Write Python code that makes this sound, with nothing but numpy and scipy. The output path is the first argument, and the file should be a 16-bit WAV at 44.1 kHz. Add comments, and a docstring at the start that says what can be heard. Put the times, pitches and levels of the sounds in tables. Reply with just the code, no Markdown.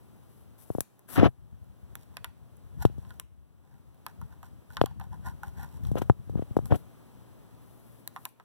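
"""A cockatiel nibbles and nudges a cardboard tube on a table, close to a hand-held phone in a quiet room.
Room tone with a faint hum, a rumble of small shakes and a hiss of feathers are there from the start.
From 0.7 s dull knocks (soft pushes stirring damped modes) join in, then pecks: snap, crack and hollow ring.
From 1.1 s something brushes the phone (stick-slip noise) and the dragging beak makes the tube ring and crackle.
The strokes end by 6 s, brushes and knocks by 6.8 s; after a faint rustle, last pecks fall at 8.1 to 8.4 s."""
import sys
import numpy as np
from scipy import signal
from scipy.fft import rfft, irfft, next_fast_len
from scipy.io import wavfile

SR = 44100
rng = np.random.default_rng(int(sys.argv[2]) if len(sys.argv) > 2 else 0)


def wrap_up_sound(samples):
    """Save the sound to the file named by the first command line argument, as 16-bit audio."""
    columns = np.atleast_2d(samples).T
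    # keep every value between -1 and 1, then stretch to whole-number steps
    tamed = np.clip(columns, -1, 1)
    steps = np.round(tamed * 32767).astype(np.int16)
    wavfile.write(sys.argv[1], SR, steps)


N = 372412  # length [samples]

# Base level of the room tone, before the dips: (time [s], level [dB])
ROOM_LEVEL = [(0, -58), (2, -58.5), (4.6, -58.5), (5.5, -56), (6.5, -54), (8.44, -56.5)]
# Brief sinks of the room tone, each creeping back: (time [s], nominal depth [dB])
DIPS = [(0.81, 5.5), (1.25, 7), (2.25, 3.5), (3.2, 10), (4.82, 4.5), (6.1, 4.5), (8.25, 8.5)]
# Base level of the handling rumble, before shuffles and strokes: (time [s], level [dB])
RUMBLE_LEVEL = [(0, -58), (0.55, -56), (0.98, -74), (1.3, -51.5), (1.6, -49), (2.2, -49.5), (2.4, -56),
                (2.95, -39), (3.3, -56), (4.05, -56.5), (4.4, -47), (4.65, -54.5), (4.8, -38.5),
                (5.45, -45.5), (6.2, -38), (6.9, -57), (7.9, -56), (8.3, -86.5)]
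# Shuffles that shake the phone: (start [s], length [s], level [dB])
SHUFFLES = [(2.78, 0.058, -36), (3.72, 0.028, -47), (4.21, 0.023, -43), (5.83, 0.14, -27.5),
            (6.28, 0.081, -33.5), (6.62, 0.14, -36)]
# Feathers sliding as the bird moves: (start [s], length [s], level [dB])
RUSTLES = [(0, 0.38, -73.5), (0.3, .12, -69.5), (0.585, 0.042, -55), (0.67, 0.11, -59),
           (1.09, 0.061, -43.5), (1.235, 0.012, -57), (5.972, 0.0053, -57.5), (6.655, 0.0067, -56),
           (6.738, 0.023, -54), (6.8, 1, -84), (7.62, 0.38, -67), (8.14, 0.15, -63.5)]
# Something brushing the phone: (start [s], length [s], thud level [dB], grit level [dB])
BRUSHES = [(1.088, 0.057, -46.5, -51), (1.16, 0.02, -35.5, -32), (1.181, 0.018, -13, -27.5),
           (1.205, 0.022, -17.5, -36), (1.234, 0.032, -13.5, -27.5), (5.97, 0.015, -27, -39.5),
           (6.018, 0.0027, -32, -39), (6.37, 0.022, -48, -56), (6.418, 0.0062, -46, -55),
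           (6.7105, 0.016, -18.5, -38), (6.732, 0.022, -23.5, -43)]
# Dull knocks, a higher cut-off being a harder contact:
# (time [s], thud level [dB], contact cut-off [Hz], boom level [dB], crack level [dB])
KNOCKS = [(0.702, -29.5, 352, -29.4, -66), (0.75, -29.5, 316, -33, -64), (0.7837, -27, 320, -35.5, -60),
          (0.8059, -37.5, 332, -39.5, -70), (1.23, -11, 281, -27, -65), (1.279, -39, 257, -24.5, -84),
          (2.851, -16.5, 430, -13, -47.5), (2.898, -46.5, 278, -35.5, -84),
          (2.981, -44.5, 236.2, -31.5, -67), (4.8147, -15.5, 660, -21, -50.5), (4.8386, -23, 320, -32, -63),
          (5.915, -34, 283, -19, -58), (5.955, -26.5, 310, -38, -58), (5.983, -44, 402, -50, -47.5),
          (6.018, -26.5, 340, -27.3, -49.5), (6.098, -17.5, 617, -10.5, -90),
          (6.296, -38.5, 292, -31, -65.5), (6.3549, -26, 184, -47, -80), (6.374, -40, 268, -31, -72),
          (6.393, -28, 235, -34, -70.7), (6.422, -33.5, 302, -31, -68), (6.508, -49, 250, -28.5, -85),
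          (6.5673, -16.5, 346, -28.5, -53), (6.589, -29, 390, -26.5, -65), (6.71, -43, 560, -25, -70),
          (6.722, -25, 640, -12, -60), (6.756, -44, 526, -41, -52)]
# Modes of what the knocks travel through: (frequency [Hz], highest level [dB], t60 [s])
BODY_MODES = [(337, -37.5, 0.0067), (433, -36, 0.012), (750, -36.5, 0.021)]
# Strokes of the beak over the tube: (start [s], length [s], ring level [dB], crackle level [dB])
SCRAPES = [(1.14, 0.021, -59, -44.5), (1.97, 0.065, -73, -66), (2.08, 0.072, -69, -76),
           (2.25, .04, -66, -72), (2.818, 0.0067, -43.5, -48.5), (3.0, .15, -65, -68),
           (3.65, 0.12, -68.5, -76.5), (4.08, 0.017, -58, -65), (4.22, 0.034, -67, -72.5),
           (4.315, 0.015, -58, -69), (4.44, .025, -63, -65), (4.71, 0.033, -62, -59),
           (4.772, 0.032, -53.5, -78), (4.872, 0.034, -60.5, -73), (5.02, 0.025, -56.5, -65.5),
           (5.125, 0.016, -50.5, -65.5), (5.26, 0.024, -41, -51), (5.44, .04, -54.5, -61),
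           (5.576, .015, -47, -57.5), (5.61, 0.03, -45, -54.5), (5.69, 0.072, -63.5, -64),
           (5.842, 0.036, -61, -59)]
# Beak snapping off the cardboard: (time [s], ring level [dB], centre of the ring [Hz],
# snap level [dB], crack level [dB], left minus right of the crack [dB])
PECKS = [(0.806, -66, 1390, -40, -29, 6.5), (0.993, -68, 1174, -99, -59.5, 8),
         (1.643, -75, 960, -87, -74, 11), (1.954, -57, 1600, -44, -44, -4),
         (2.169, -44.5, 1670, -42.5, -48, -3), (2.2445, -40, 1640, -41, -42, 1),
         (2.569, -84, 992, -81, -65, 0), (2.853, -50, 775, -41, -51, 24), (3.05, -60, 980, -68, -81, 4),
         (3.106, -51, 1440, -60.5, -64, -4), (3.198, -53, 1280, -43.5, -39, 4.5),
         (3.945, -76, 830, -78, -74.5, 17), (4.0646, -38.5, 1140, -45, -43.5, -2),
         (4.215, -48.5, 1010, -75, -60, -1), (4.43, -47.5, 925, -72, -61, 0),
         (4.704, -52, 1250, -67, -68, 0), (4.769, -35, 1160, -39, -48, 3),
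         (4.814, -60, 919, -35.5, -66, 18), (4.8596, -42.5, 1040, -45.5, -44.5, -7),
         (4.9987, -47, 1020, -62, -57.5, -2), (5.012, -43.5, 1010, -63, -73, -1),
         (5.4335, -36.5, 1010, -74, -52.5, -1), (5.851, -65, 1138, -56, -70, 12),
         (6.657, -53.5, 1150, -57, -51, -5), (8.0758, -79, 1410, -44, -37.5, 7),
         (8.1624, -37.5, 1080, -73, -58, 6), (8.253, -40.5, 970, -40.5, -37, 3.5),
         (8.399, -51, 1120, -68.5, -71, 16)]
# Modes of the cardboard tube, before the contact favours some: (frequency [Hz], level [dB], t60 [s])
TUBE_MODES = [(808, 5.5, 0.029), (905, -1, 0.047), (1026, 3.5, 0.036), (1136, 2, 0.0081), (1150, 0, 0.017),
              (1414, -7, 0.061), (1480, -5, 0.046), (1550, -8, 0.047), (1770, -3, 0.016),
              (1828, -5.5, 0.017), (2620, -16.5, 0.04), (2970, -25.5, 0.021), (3170, -29, 0.014),
              (3800, -26.5, 0.017)]

# Spectrum of the background hiss: (frequency [Hz], relative density [dB per Hz])
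ROOM_COLOUR = [(30, -16.5), (60, -17.5), (120, -1), (250, -5), (500, -13.5), (1000, -18), (2000, -28.5),
               (3200, -31), (5000, -36.5), (7000, -37), (11000, -33), (16000, -35)]
# Spectrum of the handling rumble: (frequency [Hz], relative density [dB per Hz])
RUMBLE_COLOUR = [(20, -22.5), (40, -17), (60, 4.5), (90, 2.5), (130, -0.5), (200, -10), (300, -23),
                 (500, -37)]
# Spectrum of sliding feathers: (frequency [Hz], relative density [dB per Hz])
RUSTLE_COLOUR = [(500, -11), (1000, -5), (2500, -11), (4000, -10.5), (6000, -10), (8000, -5.5),
                 (11000, 3.5), (14000, 0.5), (16000, -10)]
# Spectrum of the thudding under a brush: (frequency [Hz], relative density [dB per Hz])
THUD_COLOUR = [(30, -37.5), (60, -22.5), (100, 0.5), (180, -8.5), (280, -7.5), (450, -16), (700, -16.5),
               (1000, -41.5)]
# Spectrum of the grit on top of a brush: (frequency [Hz], relative density [dB per Hz])
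GRIT_COLOUR = [(500, -11), (800, -3), (1400, -4), (2200, -12), (3200, -15.5), (4500, -28), (7000, -36.5)]
# Spectrum of fibre crackle and of a knock's faint crack: (frequency [Hz], relative density [dB per Hz])
CRACKLE_COLOUR = [(1500, -2), (3000, -0.5), (5500, -1), (7500, -1.5), (10500, -2), (13500, 3),
                  (16000, -11.5)]
# Filter curve of the short beak snap: (frequency [Hz], gain [dB])
SNAP_COLOUR = [(400, -5), (900, -5.5), (1600, 0.5), (3000, -1.5), (4500, -4.5), (6500, -21.5),
               (9000, -24.5)]
# Filter curve of the bright beak crack: (frequency [Hz], gain [dB])
CRACK_COLOUR = [(4000, -23), (7000, -3.5), (9000, -5), (11000, 3), (13500, 1.5), (15500, -7), (17000, -6)]

HUM_HZ, HUM_DB = 115, -5  # level relative to the room hiss
DIP_FALL_S, DIP_RECOVERY_DB_PER_S = .04, 10.5
SCRAPE_SHAKE_DB = 10  # rumble that a beak stroke sends through the table, relative to its ring
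BOOM_HZ, BOOM_T60_S = 117.2, 0.048
# The bass trails a soft knock by this much; contacts harder than HARD_CONTACT_HZ arrive more compactly
BASS_LAG_S, HARD_CONTACT_HZ = 0.0031, 537
ROOM_T60_S = .45
PORT_LAG_S = .00042  # delay between the two microphones
HIT_SIZE, HIT_WINDOW_S = 8192, .01  # hit buffer [samples] and the window its level refers to [s]
CUTOFF_HZ = 16600


def from_db(db):
    """Decibels to gain."""
    return 10 ** (np.asarray(db) / 20)


def rms_one(x):
    """Scale to unit rms."""
    return x / np.sqrt(np.mean(x ** 2) + 1e-20)


def hit_level(x, db):
    """Scale a short sound so that its energy equals this rms level held for the hit window."""
    energy = np.sum(x ** 2) + 1e-20
    return x * from_db(db) * np.sqrt(HIT_WINDOW_S * SR / energy)


def level_curve(rows):
    """A (time, level) curve as a gain at every sample."""
    times, levels_db = np.transpose(rows)
    return from_db(np.interp(np.arange(N) / SR, times, levels_db))


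def add(out, sound, time_s):
    """Mix a short stereo sound in at this time."""
    start = max(0, round(time_s * SR))
    part = sound[..., :N - start]
    out[..., start:start + part.shape[-1]] += part


def cut(x, hz, kind, order=2):
    """Butterworth low-pass or high-pass."""
    sos = signal.butter(order, min(hz, .45 * SR), kind, fs=SR, output="sos")
    return signal.sosfilt(sos, x + 1e-18)


def colour(x, spectrum):
    """Causal (minimum-phase) filter with this spectrum, falling away beyond its ends."""
    size = 2 * next_fast_len(len(x) // 2 + 1)
    hz, db = np.transpose(spectrum)
    hz = np.r_[hz[0] / 2, hz, hz[-1] * 2]
    db = np.r_[db[0] - 30, db, db[-1] - 40]
    bins_hz = np.arange(size // 2 + 1) * SR / size
    log_gain = np.log(from_db(np.interp(np.log(bins_hz + 1), np.log(hz), db)))
    # folding the cepstrum forward in time gives the minimum phase
    cepstrum = irfft(log_gain)[:size // 2]
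    cepstrum[1:] *= 2
    response = np.exp(rfft(cepstrum, size))
    return irfft(rfft(x, size) * response)[:len(x)]


def ring(x, hz, t60):
    """One damped mode: a unit click sets a sine of height 1 ringing."""
    decay, angle = from_db(-60 / (t60 * SR)), 2 * np.pi * hz / SR
    feedback = [1, -2 * decay * np.cos(angle), decay ** 2]
    return signal.lfilter([0, np.sin(angle)], feedback, x + 1e-18)


def friction(per_s, spread_db):
    """Noise whose strength wanders at random, as fibres catch and slip; rms 1."""
    knots = np.clip(rng.standard_normal(N // 4), -2.2, 2.2)
    grip = np.interp(np.arange(N) * per_s / SR, np.arange(len(knots)), knots)
    return rms_one(rng.standard_normal(N) * from_db(spread_db * grip))


def burst(t60):
    """A puff of noise that dies away exponentially."""
    return rng.standard_normal(HIT_SIZE) * from_db(-60 * np.arange(HIT_SIZE) / SR / t60)


def strokes(rows, attack_s, build_db, release_s):
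    """Gains of rubbing strokes, one per dB column: each sets in, presses harder by build_db, then lets go.
    Attack and release are the times for 20 dB."""
    t, power = np.arange(N) / SR, 0
    for start, length, *levels_db in rows:
        before = np.maximum(start - t, 0) / attack_s
        after = np.maximum(t - start - length, 0) / release_s
        pressure_db = build_db * (np.clip((t - start) / length, 0, 1) - 1)
        shape_db = pressure_db - 20 * np.minimum(before + after, 10)
        power = power + np.outer(from_db(levels_db), from_db(shape_db)) ** 2
    return np.sqrt(power)


def beak_strokes():
    """Gains of the tube's ring and of the fibre crackle while the beak drags."""
    return strokes(SCRAPES, attack_s=0.03, build_db=5.0, release_s=0.038)


def balance(left_db):
    """Left and right gains with this level difference and unit rms."""
    return rms_one(from_db([[left_db / 2], [-left_db / 2]]))


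def ports(x, left_db, left_first):
    """Two microphones of opposite polarity at the ends of the phone; the farther one hears later."""
    late = np.r_[np.zeros(round(PORT_LAG_S * SR)), x][:len(x)]
    pair = np.array([x, -late] if left_first else [late, -x])
    return pair * balance(left_db)


def spread(make, likeness, left_db, left_first):
    """A noisy source: one part reaches both microphones, the rest differs between them."""
    both = np.sqrt(likeness) * ports(rms_one(make()), 0, left_first)
    own = np.sqrt(1 - likeness) * np.array([rms_one(make()), rms_one(make())])
    return (both + own) * balance(left_db)


def disperse(x, bass_lag_s, hz):
    """Bending waves travel slower the lower they are, so a knock arrives as a falling chirp."""
    f = np.arange(len(x) + 1) * SR / (2 * len(x))
    phase = 2 * np.pi * bass_lag_s * hz * np.arctan(f / hz)
    return irfft(rfft(x, 2 * len(x)) * np.exp(-1j * phase))[:len(x)]


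def reverb(x, t60, wet_db):
    """The room's faint, dull, diffuse tail, different at each microphone."""
    t = np.arange(SR // 2) / SR
    tail = rng.standard_normal((2, len(t))) * from_db(-60 * t / t60) * (t > .003)
    tail /= np.sqrt(np.sum(tail ** 2, axis=1, keepdims=True))
    dull_tail = cut(tail, hz=6000, kind="low", order=1)
    return from_db(wet_db) * signal.fftconvolve(x, dull_tail, axes=1)[:, :N]


def dips():
    """Gain of the room tone as it sinks quickly and creeps back; the deepest dip wins."""
    t, sunk_db = np.arange(N) / SR, []
    for start, depth_db in DIPS:
        fall = np.clip((t - start) / DIP_FALL_S, 0, 1)
        remaining_db = np.maximum(depth_db - DIP_RECOVERY_DB_PER_S * (t - start), 0)
        sunk_db.append(fall * remaining_db)
    return from_db(-np.max(sunk_db, axis=0))


def room_tone():
    """Soft, smooth background noise with a faint hum whose phase wanders slowly."""
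    hiss = spread(lambda: colour(rng.standard_normal(N), ROOM_COLOUR),
                  likeness=0.69, left_db=1.0, left_first=True)
    wobble = rms_one(cut(rng.standard_normal(N), 3.4, "low"))
    hum = np.sin(2 * np.pi * HUM_HZ * np.arange(N) / SR + .7 * wobble)
    hum_pair = ports(rms_one(hum), left_db=8.5, left_first=True)
    return level_curve(ROOM_LEVEL) * dips() * (hiss + from_db(HUM_DB) * hum_pair)


def rumble():
    """Small, uneven shakes of the phone, stronger with each shuffle and beak stroke."""
    shakes = rms_one(colour(friction(per_s=36, spread_db=4.0), RUMBLE_COLOUR))
    shuffling = strokes(SHUFFLES, attack_s=0.047, build_db=.5, release_s=.12)[0]
    ring_gain, _ = beak_strokes()
    stirred = np.hypot(shuffling, from_db(SCRAPE_SHAKE_DB) * ring_gain)
    gain = np.hypot(level_curve(RUMBLE_LEVEL), stirred)
    return ports(gain * shakes, left_db=4.5, left_first=True)


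def feathers():
    """Barbs sliding over each other give a fine, bright hiss."""
    hiss = spread(lambda: colour(friction(per_s=780, spread_db=4.5), RUSTLE_COLOUR),
                  likeness=0.5, left_db=10.0, left_first=True)
    return strokes(RUSTLES, attack_s=0.011, build_db=5.0, release_s=0.061)[0] * hiss


def brush():
    """Sticking and slipping on the phone's case: lumpy thudding with grit on top."""
    thud_gain, grit_gain = strokes(BRUSHES, attack_s=0.0095, build_db=3.0, release_s=.014)
    thud = rms_one(colour(friction(per_s=300, spread_db=1.5), THUD_COLOUR))
    grit = spread(lambda: colour(friction(per_s=540, spread_db=2.5), GRIT_COLOUR),
                  likeness=0.77, left_db=4.0, left_first=True)
    return ports(thud_gain * thud, left_db=4.5, left_first=True) + grit_gain * grit


def knocks():
    """Each knock is one soft push that stirs a few damped modes, with a low boom and a faint contact crack.
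    The softer the contact, the further its bass trails."""
    out, click = np.zeros((2, N)), signal.unit_impulse(HIT_SIZE)
    for time_s, thud_db, contact_hz, boom_db, crack_db in KNOCKS:
        push = cut(cut(click, contact_hz, "low"), 2.46 * contact_hz, "low")
        # the place of the blow decides how strongly each mode answers
        modes = sum(rng.uniform(-1, 1) * from_db(db) * ring(push, hz, t60) for hz, db, t60 in BODY_MODES)
        thud = hit_level(cut(push + modes, hz=208, kind="high"), thud_db)
        low_ring = ring(push, BOOM_HZ, BOOM_T60_S)
        boom = hit_level(cut(low_ring, hz=60, kind="high", order=1), boom_db)
        crack = hit_level(colour(burst(t60=0.054), CRACKLE_COLOUR), crack_db)
        bass_lag_s = BASS_LAG_S / (1 + (contact_hz / HARD_CONTACT_HZ) ** 8)
        arrival = disperse(thud - boom, bass_lag_s, hz=130)
        add(out, ports(arrival + crack, left_db=5.0, left_first=True), time_s)
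    return out


def tube(force, centre_hz):
    """The tube's modes; the place of contact favours those around one pitch."""
    hz, db, t60 = np.transpose(TUBE_MODES)
    favour_db = -9 * abs(np.log2(hz / centre_hz))  # 9 dB less per octave away
    chance_db = 2.5 * rng.standard_normal(len(hz))
    weights = from_db(db + favour_db + chance_db) * rng.choice([-1, 1], len(hz))
    return sum(w * ring(force, f, t) for w, f, t in zip(weights, hz, t60))


def scrape():
    """The dragging beak plucks fibres, which crackle and keep the tube ringing."""
    ring_gain, crackle_gain = beak_strokes()
    slips = friction(per_s=510, spread_db=5.5)
    hollow = rms_one(cut(tube(slips, centre_hz=1000), hz=688, kind="high"))
    crackle = rms_one(colour(slips, CRACKLE_COLOUR))
    return ports(ring_gain * hollow + crackle_gain * crackle, left_db=-.8, left_first=False)


def pecks():
    """The beak snaps off the cardboard: a sharp crack, a short snap and the hollow ring of the tube."""
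    out, click = np.zeros((2, N)), signal.unit_impulse(HIT_SIZE)
    for time_s, ring_db, centre_hz, snap_db, crack_db, left_db in PECKS:
        force = click + .07 * burst(t60=.06)
        # the limp wall adds a broad, quickly damped rattle to the modes
        wall = 6.5 * ring(force, 1.124 * centre_hz, t60=0.0034)
        hollow = hit_level(cut(tube(force, centre_hz) + wall, hz=638.4, kind="high"), ring_db)
        snap = hit_level(colour(click + 0.81 * burst(t60=0.0087), SNAP_COLOUR), snap_db)
        # torn fibres crackle on for a moment
        tear = click + 0.36 * burst(t60=0.0053) + 0.01 * burst(t60=0.089)
        crack = hit_level(colour(tear, CRACK_COLOUR), crack_db)
        add(out, ports(hollow + snap, left_db=-0.9, left_first=False), time_s)
        add(out, ports(crack, left_db, left_first=False), time_s)
    return out


def scene():
    """Beak sounds travel through the air and the room; the rest is mixed in without reverb."""
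    background = room_tone() + rumble()
    handling = feathers() + brush() + knocks()
    beak = scrape() + pecks()
    return background + handling + beak + reverb(beak, ROOM_T60_S, wet_db=-21.0)


def record(dry):
    """The deep bass is rolled off, peaks stop at full scale and the top is cut."""
    level = np.clip(cut(dry, hz=42, kind="high"), -1, 1)
    top_cut = signal.ellip(10, .2, 80, CUTOFF_HZ, fs=SR, output="sos")
    return signal.sosfilt(top_cut, level)


dry = scene()
out = record(dry)
wrap_up_sound(out)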